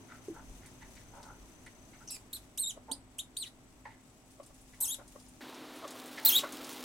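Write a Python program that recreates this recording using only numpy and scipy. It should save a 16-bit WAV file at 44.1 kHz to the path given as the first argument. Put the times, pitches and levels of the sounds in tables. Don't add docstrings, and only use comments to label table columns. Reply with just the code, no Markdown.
import sys
import numpy as np
from scipy import signal
from scipy.fft import rfft, irfft, next_fast_len
from scipy.io import wavfile

SR = 44100
rng = np.random.default_rng(int(sys.argv[2]) if len(sys.argv) > 2 else 0)


def unload_audio(sound):
    columns = np.transpose(np.atleast_2d(sound))
    steps = np.round(np.clip(columns, -1, 1) * 32767)
    wavfile.write(sys.argv[1], SR, steps.astype(np.int16))


N = 301644

CUT_S, REPLAY_S = 5.408, 1.445


def from_db(db):
    return 10 ** (np.asarray(db) / 20)


def rms_one(x):
    return x / np.sqrt(np.mean(x ** 2) + 1e-20)


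def clock():
    return np.arange(N) / SR


def level(rows):
    return from_db(np.interp(clock(), *np.transpose(rows)))


def at_hz(points, hz):
    f, value = np.transpose(points)
    return np.interp(np.log(hz + 1), np.log(f), value)


def drift(rate, size):
    knots = rng.standard_normal(int(size / SR * rate) + 3)
    return np.interp(np.arange(size) / SR * rate, np.arange(len(knots)), knots)


def band(x, low_hz, high_hz):
    sos = signal.butter(2, [low_hz, min(high_hz, .45 * SR)], "band", fs=SR, output="sos")
    return signal.sosfilt(sos, x + 1e-18)


def coloured(pair, spectrum):
    # f/Hz, likeness
    likeness = [(30, 1), (130, 0.84), (290, 0.78), (640, 0.61), (1400, 0.15), (3100, -0.57), (6800, -0.4),
                (10000, 4.1), (15000, 1.6)]
    # f/Hz, left minus right/dB
    balance = [(60, 1.5), (600, 0), (3000, 1.5), (6800, 3), (15000, -1)]
    size = next_fast_len(pair.shape[1] + 2000)
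    hz = np.fft.rfftfreq(size, 1 / SR)
    mid, side = rfft(pair, size) * from_db(at_hz(spectrum, hz))
    alike = np.clip(at_hz(likeness, hz), 0, 1)
    width = np.sqrt((1 - alike) / (1 + alike))
    sign = np.array([[1], [-1]])
    ports = (mid + width * side * sign) * from_db(sign * at_hz(balance, hz) / 2)
    out = irfft(ports, size)[:, :pair.shape[1]]
    return out / np.std(out.mean(0))


def noise(spectrum):
    return coloured(rng.standard_normal((2, N)), spectrum)


def air_and_rumble(wide):
    # f/Hz, density/dB per Hz
    air_close = [(59, -27), (100, 5.5), (174, -2), (260, 1.5), (547, -11), (595, -6), (662, -9),
                 (970, -11.5), (1720, -19.5), (2040, -18.5), (3780, -25.5), (7940, -34), (16000, -53)]
    air_wide = [(15, -69.5), (25, -34), (53, -20), (97, -20.5), (137, -10.5), (170, -17), (256, -2.5),
                (531, -7.5), (775, -11.5), (840, -8), (2480, -17.5), (3820, -16), (5430, -24.5),
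                (14800, -32.5), (16000, -39)]
    # t/s, level/dB
    air_close_path = [(0, -57), (1.0, -58), (2.0, -59), (2.5, -60.5), (3.6, -61.5), (4.6, -62.5),
                      (5.4, -61)]
    air_wide_path = [(5.4, -49.5), (6.1, -50.5), (6.84, -48)]
    # f/Hz, density/dB per Hz
    rumble_colour = [(20, -2.5), (35, 2), (50, 8.5), (65, 1), (95, -13), (140, -21), (250, -63)]
    # t/s, level/dB
    rumble_path = [(0, -76), (.4, -58.5), (.5, -51.5), (.65, -62), (1.1, -60), (2.1, -64.5), (3.0, -62.5),
                   (4.2, -68.5), (4.9, -63.5), (5.4, -66)]
    close = level(air_close_path) * noise(air_close) + level(rumble_path) * noise(rumble_colour)
    return np.where(wide, level(air_wide_path) * noise(air_wide), close)


def fan_hum(wide, waver=0.00831):
    # f/Hz, close level/dB, wide level/dB
    hum_tones = [(46.8, -81, -82), (256.3, -67.5, -57), (304.2, -78, -59), (647, -84.5, -67.5),
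                 (765, -80, -64.5)]
    out = np.zeros(N)
    for hz, close_db, wide_db in hum_tones:
        phase = 2 * np.pi * np.cumsum(hz * (1 + waver * drift(20, N))) / SR
        gain = from_db(np.where(wide, wide_db, close_db) + 2 * drift(8, N))
        out += gain * np.sqrt(2) * np.sin(phase)
    return out


def camera_whine(waver=0.00087, pan_db=16.0, pictures_per_s=29.97):
    # f/Hz, level/dB, stop t/s
    whine_tones = [(6124, -72, 2.04), (7980, -78, 4.8)]
    out = np.zeros((2, N))
    for k, (hz, db, stop_s) in enumerate(whine_tones):
        turn = (-1) ** k * 2 * np.cos(2 * np.pi * (pictures_per_s * clock() + .3))
        pulse = np.clip(.5 + turn, 0, 1)
        phase = 2 * np.pi * np.cumsum(hz * (1 + waver * drift(220, N))) / SR
        gain = from_db(db + 2 * drift(29.56, N)) * pulse * (clock() < stop_s)
        out += gain * np.sqrt(2) * np.sin(phase) * from_db([[pan_db / 2], [-pan_db / 2]])
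    return out


def background(wide):
    return air_and_rumble(wide) + fan_hum(wide) + camera_whine()


def crackle(per_s, clump_db):
    clumps = clump_db * (drift(110, N) + drift(25, N))
    sizes = from_db(2.7 * np.minimum(rng.exponential(1, N), 4) + clumps)
    return (rng.random(N) < per_s / SR) * sizes * rng.standard_normal((2, N))


def hay(wide):
    # t/s, level/dB
    rustle_path = [(0, -67), (.7, -65.5), (1.5, -68), (2, -68), (3, -74.5), (4.2, -71), (4.6, -68.5),
                   (5, -68), (5.15, -65.5), (5.4, -67), (5.7, -65), (6.1, -55), (6.84, -49)]
    # f/Hz, density/dB per Hz
    nest_colour = [(1000, -10.5), (3000, -4), (4500, -6), (6500, 0), (9500, -0.5), (11500, -6.5),
                   (13500, -8), (16000, -11)]
    loose_colour = [(1000, -9), (3000, 1.5), (6000, -2.5), (9500, -3), (12500, -4.5), (16000, -2)]
    nest = coloured(crackle(per_s=14000, clump_db=1.3), nest_colour)
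    loose = coloured(crackle(per_s=1700, clump_db=2.3), loose_colour)
    return level(rustle_path) * np.where(wide, loose, nest)


def bumps(gain_db=0, far_tilt_db=0, slip_db=3.0):
    # f/Hz, level/dB, spread of the band edges as a share of f
    foot_modes = [(400, -4.5, 0.47), (607, -1, 0.12), (1110, -7.5, 0.13), (1650, -19, 1)]
    scuff_modes = [(617, -17, 0.35), (913, -4, 0.076), (1398, -3.5, 0.085), (1924, -5.5, 0.13),
                   (2570, -16.5, 0.77)]
    # peak t/s, level/dB
    footfalls = [(2.774, -54.5), (4.39, -62.5), (4.406, -52), (4.508, -59), (5.001, -49), (5.166, -54)]
    # peak t/s, rise/s, fall/s, level/dB, brightness/dB per octave, middle resonance/dB
    scuffs = [(.105, 0.015, 0.055, -62.5, 8, 6.5), (.371, 0.025, 0.036, -53, -13, 5),
              (0.661, 0.038, 0.023, -70.5, 12, -3), (.835, 0.019, 0.022, -56.5, 4.5, -12),
              (.975, 0.014, .039, -83.5, 25, -10), (1.18, 0.053, 0.1, -55, -15, 1),
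              (1.3, .04, 0.034, -56.5, -12, 9.5), (1.679, 0.017, 0.0077, -64, 12, -8),
              (1.939, .006, 0.022, -65, 12.5, -4), (2.02, 0.015, 0.0099, -57.5, -3, 7),
              (2.902, 0.018, 0.032, -51.5, -20.5, -6), (3.857, .004, .023, -42, -2.5, -12.5),
              (3.915, 0.026, 0.038, -64, 8, -19), (4.742, .012, 0.018, -68.5, 12.5, -18),
              (4.83, 0.052, 0.096, -60, -10, -6), (5.003, 0.017, .025, -61.5, -4, 5)]
    foot_rise_s, foot_fall_s = .012, 0.01
    middle_hz, middle_octaves = 1400, .15
    contacts = [(s, foot_rise_s, foot_fall_s, db, 0, 0, foot_modes) for s, db in footfalls]
    contacts += [(*row, scuff_modes) for row in scuffs]
    out = np.zeros(N)
    for s, rise, fall, db, tilt_db, middle_db, modes in contacts:
        span = slice(max(int((s - 3 * rise) * SR), 0), int((s + 6 * fall) * SR))
        t = clock()[span] - s
        envelope = np.exp(np.where(t < 0, -(t / rise) ** 2, -t / fall))
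        swell = envelope * from_db(slip_db * drift(159, len(t)))
        for hz, mode_db, spread in modes:
            colour_db = (tilt_db + far_tilt_db) * np.log2(hz / 1000)
            colour_db += middle_db * np.exp(-(np.log2(hz / middle_hz) / middle_octaves) ** 2)
            hiss = rng.standard_normal(len(t))
            ring = rms_one(band(hiss, hz / (1 + spread), hz * (1 + spread)))
            out[span] += from_db(gain_db + db + mode_db + colour_db) * swell * ring
    return out


def knocks(contact_s=0.0015):
    # t/s, level/dB, f/Hz, t60/s
    floor_knocks = [(.283, -27.5, 384, 0.051), (0.299, -31.5, 327, 0.082), (2.912, -38.5, 274, 0.14)]
    out = np.zeros(N)
    for s, db, hz, t60 in floor_knocks:
        age = np.maximum(clock() - s, 0)
        decay = from_db(db - 60 * np.minimum(age / t60, 4))
        out += decay * (1 - np.exp(-age / contact_s)) * np.sin(2 * np.pi * hz * age)
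    return out


def snaps(gain_db, body_db, crack_db, ring_s=0.012):
    # t/s, level/dB, lower band minus upper band/dB
    straw_snaps = [(.66, -52, -6), (1.2292, -69, 20), (1.662, -55, -7), (4.1, -71, 7.5), (4.314, -60, -10),
                   (4.432, -58.5, 1), (4.462, -54, -5.5), (4.543, -60, -9), (4.614, -55, -20),
                   (5.078, -52, -7.5), (5.2, -58, 1), (5.222, -59.5, -20), (5.263, -85, 26),
                   (5.284, -53, -23)]
    out, age = np.zeros(N), np.arange(SR // 20) / SR
    for s, db, low_db in straw_snaps:
        low, top, crack = rng.standard_normal((3, len(age)))
        buzz = from_db(low_db + body_db) * rms_one(band(low, 3600, 7700))
        buzz += rms_one(band(top, 7500, 10400))
        crack = rms_one(band(crack, 4000, 16000)) * np.exp(-age / .0012)
        snap = buzz * np.exp(-age / ring_s) + from_db(crack_db) * crack
        at = int(s * SR)
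        out[at:at + len(age)] += from_db(db + gain_db) * snap
    return out


def glide(t, s, pitch):
    slope, step = np.gradient(pitch, s), np.diff(s)
    i = np.clip(np.searchsorted(s, t) - 1, 0, len(step) - 1)
    u = (t - s[i]) / step[i]
    rise = np.diff(pitch)[i] * u * u * (3 - 2 * u)
    bend = step[i] * u * (1 - u) * (slope[i] * (1 - u) - slope[i + 1] * u)
    return pitch[i] + rise + bend


def squeak(contour, call, voice, shimmer_db=3.0, half_tone_db=-27.0,
           rasp_release_s=0.015, lead_s=.001, release_s=0.0016):
    effort_db_per_octave = 2.5
    slack_hz, slack_rough_per_octave = 3770, 0.86
    start_rough = .5
    break_s, break_rough = 0.0066, 0.73
    burst_bright_db, burst_rasp_db = 16.5, 5
    rough_rasp_db, rough_tone_loss_db = 11, 6
    rasp_follows = 0.33
    (call_db, attack_s, push_s, fade_db, fundamental_db, swell_db,
     overtones_db, roughness, rasp_db, pan_db) = call

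    s, pitch = np.transpose(contour)
    s = np.sort(s) + np.arange(len(s)) / SR
    span = slice(int((s[0] - lead_s) * SR), int((s[-1] + 6 * rasp_release_s) * SR))
    t = clock()[span]
    held = np.clip(t, s[0], s[-1])
    note = glide(held, s, pitch)
    releases = np.exp(-np.maximum(t - s[-1], 0) / [[release_s], [rasp_release_s]])
    gates = np.clip((t - t[0]) / attack_s, 0, 1) * releases

    progress = (held - s[0]) / (s[-1] - s[0])
    burst = np.exp((s[0] - held) / push_s)
    tension = np.log2(note / slack_hz)
    edges = start_rough * np.exp((s[0] - held) / attack_s)
    edges += break_rough * np.exp((held - s[-1]) / break_s)
    slack = slack_rough_per_octave * np.maximum(-tension, 0)
    rough = np.clip(roughness + slack + edges, 0, 1)
    effort_db = call_db + effort_db_per_octave * tension + fade_db * progress
    bright_db = overtones_db + burst_bright_db * burst
    rasp_push_db = burst_rasp_db * burst + rough_rasp_db * rough
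    rasp = from_db(rasp_db + rasp_push_db + rasp_follows * (effort_db - call_db))

    jitter = (.004 + .04 * rough) * drift(2500, len(t))
    lurch = .025 * rough * drift(220, len(t))
    hz = note * (1 + jitter + lurch)
    phase = 2 * np.pi * np.cumsum(hz) / SR
    partials = [(1, from_db(fundamental_db + swell_db * progress))]
    partials += [(k, from_db(bright_db * np.log2(k / 2))) for k in range(2, 8)]
    partials += [(k + .5, from_db(half_tone_db) * rough) for k in range(1, 3)]
    scatter = .1 + .6 * rough
    tone_db = effort_db - rough_tone_loss_db * rough ** 2
    wave = 0
    for k, gain in partials:
        weight = from_db(tone_db + at_hz(voice, k * note) + shimmer_db * drift(344.4, len(t)))
        sine = np.sqrt(2) * np.sin(k * phase + scatter * drift(1200, len(t)))
        wave = wave + gain * weight * sine * (k * hz < SR / 2)
    out = np.zeros((2, 2, N))
    pan = from_db([[pan_db / 2], [-pan_db / 2]])
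    out[:, :, span] = (np.array([wave, rasp]) * gates)[:, None] * pan
    return out


def pup(voice, rasp, rasp_db):
    # t/s, f/Hz
    contours = [
        [(2.075, 2840), (2.085, 3040), (2.104, 2420)],
        [(2.106, 2500), (2.128, 2690), (2.145, 2630), (2.168, 2375)],
        [(2.33, 3310), (2.338, 4190), (2.346, 4300), (2.358, 4040), (2.37, 3810)],
        [(2.575, 2350), (2.586, 3760), (2.597, 4190), (2.624, 4160), (2.64, 3780), (2.662, 3650), (2.688, 3870),
         (2.704, 3310), (2.717, 2780)],
        [(2.915, 3100), (2.92, 4140), (2.932, 4770), (2.937, 5050)],
        [(3.184, 2240), (3.192, 3150), (3.202, 3734), (3.216, 3530)],
        [(3.367, 2920), (3.373, 4180), (3.383, 4590), (3.402, 4350), (3.432, 3590), (3.439, 3114), (3.46, 2050),
         (3.483, 1920)],
        [(4.804, 1815), (4.815, 3650), (4.827, 4200), (4.84, 3850), (4.861, 2790), (4.872, 2640), (4.88, 3100),
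         (4.9, 3220), (4.933, 3850), (4.943, 3700), (4.95, 2840)],
    ]
    # level/dB, attack/s, first push/s, level change over the call/dB, fundamental/dB,
    # its swell over the call/dB, overtones/dB per octave, roughness (0-1), rasp/dB, left minus right/dB
    calls = [(-37, .002, 0.0017, 9.5, -19, -17, -45, 0.76, -66, 0),
             (-32, 0.0035, 0.0076, -2, -19.5, 11, -15, 0.36, -53, -2.5),
             (-45, 0.0025, 0.0027, -6.5, 0, 4.5, 4.5, 0.14, -44, -2),
             (-35.5, 0.0023, 0.024, -3.5, -9.5, 3, -18, 0, -51, -2.5),
             (-36.5, 0.0012, 0.0044, -6.5, -2, 14, -19, 0, -56, -4),
             (-34, 0.0068, 0.0053, -14.5, -0.5, -3.5, -10.5, 0.09, -51, -0.5),
             (-41, 0.0019, .006, -7, 0, 8, -16, 0.28, -53.5, -0.5),
             (-33.5, 0.013, 0.029, -6.5, -20, 15, -5, 0.18, -44, 1.5)]
    tone, hiss = sum(squeak(contour, call, voice) for contour, call in zip(contours, calls))
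    return tone + hiss * from_db(rasp_db) * noise(rasp)


def cage(x, room_db=-11.0, sideways_db=-11.0, inside_db=-16.5, inside_t60_s=0.033, room_t60_s=0.16,
         dull_hz=11000, gap_s=.003):
    age = np.arange(SR // 2) / SR
    tail = coloured(rng.standard_normal((2, len(age))), [(100, 0), (dull_hz, 0), (20000, -12)])
    tail = tail * from_db(-60 * age / room_t60_s) * (age > gap_s)
    echo = from_db(room_db) * tail / np.linalg.norm(tail[0])
    bounces = rng.standard_normal((2, len(age))) * from_db(-60 * age / inside_t60_s)
    inside = band(bounces[0] * (age > gap_s), 2450, 26000)
    echo += from_db(inside_db) * inside / np.linalg.norm(inside)
    sideways = band(bounces[1], 620, 8400)
    echo += from_db(sideways_db) * sideways / np.linalg.norm(sideways) * [[1], [-1]]
    return x + signal.fftconvolve(x, echo, axes=1)[:, :N]


def replayed(close, far):
    return np.where(clock() >= CUT_S, np.roll(far, int(REPLAY_S * SR), axis=-1), close)


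def scene():
    # f/Hz, weight/dB
    voice_close = [(2000, -18), (3200, -.5), (3800, 3.5), (4100, 0.5), (4400, -12), (5300, -13),
                   (6300, -3.5), (7500, -3), (8500, 3), (10500, -1), (12500, -3), (14000, -6), (16000, -30)]
    voice_wide = [(2000, -2), (3200, 18), (3800, 20.5), (4150, 26.5), (5300, -1), (7500, 0.5), (9600, -1.5),
                  (11500, 5), (13000, 7.5), (14500, 15.5), (16000, 5)]
    # f/Hz, density/dB per Hz
    rasp_close = [(1500, -4.5), (2700, -7), (3800, -3), (4900, -2), (7500, 0.5), (11000, 7), (13500, -13),
                  (15500, -9)]
    rasp_wide = [(1500, -6), (3500, 1.5), (5200, -2.5), (8000, 1.5), (11000, -5), (13500, -9),
                 (16000, -5.5)]
    wide = clock() >= CUT_S
    close = bumps() + snaps(gain_db=-3.0, body_db=-0.5, crack_db=-18)
    close = close + pup(voice_close, rasp_close, rasp_db=-15.0)
    far = bumps(gain_db=12, far_tilt_db=5.5) + snaps(gain_db=4, body_db=6.5, crack_db=7)
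    far = far + pup(voice_wide, rasp_wide, rasp_db=-0.5)
    return cage(replayed(close, far) + knocks() + hay(wide)) + background(wide)


def record(dry):
    mixed = np.where(clock() >= CUT_S, dry.mean(0), dry)
    low_pass = signal.ellip(12, .1, 80, 16100, fs=SR, output="sos")
    return signal.sosfilt(low_pass, mixed)


dry = scene()
out = record(dry)
unload_audio(out)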